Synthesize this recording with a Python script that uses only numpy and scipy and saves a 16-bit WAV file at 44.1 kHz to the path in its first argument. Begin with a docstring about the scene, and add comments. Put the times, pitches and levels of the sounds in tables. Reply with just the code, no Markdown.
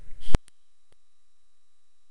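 """Handling a small camera

In a quiet field, slow pushes of pressure load a camera's microphone, the case rumbles and a brushing
hiss swells. The sound then cuts out at once, and the collapse of the pressure is a sharp thump.
Two small ticks of the plastic case follow, over the faint hiss and whine of the electronics."""
import sys
import numpy as np
from scipy.fft import rfft, irfft, next_fast_len
from scipy.io import wavfile
from scipy.ndimage import map_coordinates

SR = 44100
rng = np.random.default_rng(int(sys.argv[2]) if len(sys.argv) > 2 else 0)


def master_out(mix):
    """Clip the mix to full scale and print it as 16-bit PCM to the path in sys.argv[1]."""
    frames = np.transpose(np.atleast_2d(mix))
    ceiling = np.clip(frames, -1, 1)
    pcm = np.round(ceiling * 32767).astype(np.int16)
    wavfile.write(sys.argv[1], SR, pcm)


N = 92610


def amp(db):
    """Amplitude ratio of a level in decibels."""
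    return 10 ** (np.asarray(db) / 20)


def colour(points):
    """Spectral envelope: gain interpolated between (Hz, dB) points on a log frequency axis."""
    knots_hz, db = np.transpose(points)
    return lambda hz: amp(np.interp(np.log(hz + 1), np.log(knots_hz + 1), db))


def filtered(x, response):
    """Linear filtering: the spectrum is multiplied by a frequency response."""
    size = next_fast_len(N + SR // 2)
    return irfft(rfft(x, size) * response(np.fft.rfftfreq(size, 1 / SR)), size)[:N]


def noise(response):
    """Filtered white noise, scaled to rms 1."""
    x = filtered(rng.standard_normal(N), response)
    return x / np.sqrt(np.mean(x ** 2) + 1e-20)


def wobble(rate):
    """Smooth random modulation with rate knots a second."""
    knots = rng.standard_normal(int(N * rate / SR) + 4)
    return map_coordinates(knots, [np.arange(N) * rate / SR])


def pulse(t, half_s):
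    """Gaussian pulse, falling to 1/e at half_s either side of t = 0."""
    return np.exp(-(t / half_s) ** 2)


def ring(t, modes):
    """Free vibration: exponentially damped modes struck at t = 0."""
    age = np.maximum(t, 0)
    return sum(amp(db - 60 * age / t60) * np.sin(2 * np.pi * hz * age) for hz, db, t60 in modes)


# Circuit hiss. Each row: frequency in Hz, relative spectral density in dB.
HISS_SPECTRUM = [(25, 8), (70, 5.5), (130, -3), (300, -3), (3000, -3), (10000, -3)]
# Circuit whine. Each row: frequency in Hz, rms level in dB.
WHINE_TONES = [(1200, -87.5), (1800, -99), (3893, -84), (5001, -96.5), (5599, -91), (7401, -91.5),
               (8000, -99), (9599, -88)]


def electronics(t, hiss_db=-75):
    """Self-noise: the circuits add steady pure tones to a faint broadband hiss."""
    whine = sum(amp(db) * np.sqrt(2) * np.sin(2 * np.pi * (hz * t + rng.random()))
                for hz, db in WHINE_TONES)
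    return amp(hiss_db) * noise(colour(HISS_SPECTRUM)) + whine


# Pushes on the microphone. Each row: centre in seconds, half width in seconds, peak level in dB.
PRESSURE_PUSHES = [(.105, 0.028, -22), (.215, 0.029, -21.5), (.334, .058, -5.5)]


def pressure(t, flutter_db=-40, corner_hz=28):
    """Infrasonic loading: pushes too slow to hear until cut short, with a low flutter."""
    flutter = amp(flutter_db) * noise(lambda hz: 1 / (1 + (hz / corner_hz) ** 4))
    pushes = sum(amp(db) * pulse(t - centre, half_s) for centre, half_s, db in PRESSURE_PUSHES)
    return flutter - pushes


# Rumble of the case. Each row: frequency in Hz, relative spectral density in dB.
RUMBLE_SPECTRUM = [(30, -3.5), (85, 0), (130, -3.5), (250, -17), (430, -20), (540, -15.5), (720, -31.5),
                   (1400, -26), (1950, -22), (2700, -31.5), (5000, -38), (10000, -32)]
# Soft finger knocks. Each row: start in seconds, level in dB.
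FINGER_KNOCKS = [(.0805, -53), (.2985, -45)]
# Modes of the case. Each row: frequency in Hz, relative level in dB, 60 dB decay time in seconds.
CASE_MODES = [(112, -8.5, .12), (190.3, -5, 0.036), (519, -13, .008), (1500, -14, .002),
              (3000, -11, 0.0018)]


def grip(t, rumble_db=-58.5):
    """Structure-borne sound: shifting fingers make the case rumble, and knocks excite its modes."""
    knocks = sum(amp(db) * ring(t - start, CASE_MODES) for start, db in FINGER_KNOCKS)
    return amp(rumble_db) * noise(colour(RUMBLE_SPECTRUM)) + knocks


# Finger slips. Each row: centre in seconds, pitch in Hz, level in dB.
FINGER_SLIPS = [(0.1132, 2090, -52), (.1172, 2000, -58.5)]


def squeaks(t, half_s=0.0012):
    """Friction: a slipping finger gives tiny bursts of tone."""
    return sum(amp(db) * pulse(t - centre, half_s) * np.sin(2 * np.pi * hz * (t - centre))
               for centre, hz, db in FINGER_SLIPS)


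# Brushing hiss. Each row: frequency in Hz, relative spectral density in dB.
BRUSH_SPECTRUM = [(100, -13.5), (500, -4.5), (800, -4.5), (1350, -7.5), (1850, 4), (2500, -2), (3700, 1),
                  (4600, 1), (6000, -8), (7600, -8.5), (9000, -0.5), (10000, -1.5), (11000, -2.5)]


def brush(t, start_s=0.2, rise_s=0.059, end_s=0.63, release_s=0.12, peak_hz=3175, width_hz=380):
    """Friction noise: a stroke near the microphone gives a rough hiss with one narrow resonance."""
    rise = np.clip((t - start_s) / rise_s, 0, 1)
    release = np.exp(-np.maximum(t - end_s, 0) / release_s)
    resonance = noise(lambda hz: 1 / (1 + ((hz - peak_hz) / width_hz) ** 2) ** 2)
    hiss = amp(-49) * noise(colour(BRUSH_SPECTRUM)) + amp(-50) * resonance
    roughness = amp(-0.6 * wobble(rate=300))
    return rise * release * roughness * hiss


# Ticks of the case. Each row: start in seconds, snap level in dB, tilt of the modes in dB per octave,
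# contact level in dB, touch level in dB.
CASE_TICKS = [(.482, -38.5, 2.5, -46, -62.5), (0.9255, -48.5, -2.5, -47, -47)]
# Modes of the plastic. Each row: frequency in Hz, relative level in dB, 60 dB decay time in seconds.
PLASTIC_MODES = [(2090, -12, 0.0087), (3290, -3, 0.0041), (4600, -1.5, .003), (5900, -12, .003),
                 (9080, -5, 0.0088), (10200, -3, 0.0049), (11115, 2, 0.005)]


def ticks(t, pivot_hz=4000, crack_t60_s=0.004, touch_lead_s=0.002):
    """Impact excitation: after a light touch, a dull contact sets the plastic ringing with a snap."""
    out = np.zeros(N)
    for start, snap_db, tilt_db, contact_db, touch_db in CASE_TICKS:
        age = t - start
        modes = [(hz, db + tilt_db * np.log2(hz / pivot_hz), t60) for hz, db, t60 in PLASTIC_MODES]
        crack = (age >= 0) * amp(-9.5 - 60 * np.abs(age) / crack_t60_s) * rng.standard_normal(N)
        touch = amp(touch_db) * pulse(age + touch_lead_s, half_s=0.00033)
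        contact = amp(contact_db) * pulse(age, half_s=0.00053)
        out += amp(snap_db) * (ring(age, modes) + crack) - touch - contact
    return out


def scene(cut_s=0.34808, cut_db=-35):
    """Step transient: the handling noise drops within one sample, and the pressure jump is the thump."""
    t = np.arange(N) / SR
    handling = pressure(t) + brush(t) + grip(t) + squeaks(t)
    cut = np.where(t < cut_s, 1, amp(cut_db))
    return (cut * handling + ticks(t) + electronics(t))[None]


# Treble response of the camera. Each row: frequency in Hz, gain in dB.
TREBLE_ROLL_OFF = [(8500, 0), (9800, -1.5), (10600, -4.5), (11400, -19.5), (12200, -20.5)]


def record(dry, limit_hz=12380, edge_hz=300, dc_offset=-0.006):
    """Band limiting: the camera rolls off the treble, and its converter adds a constant offset."""
    def response(hz):
        return colour(TREBLE_ROLL_OFF)(hz) * np.clip((limit_hz - hz) / edge_hz, 0, 1)
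    return filtered(dry[0], response)[None] + dc_offset


dry = scene()
out = record(dry)
master_out(out)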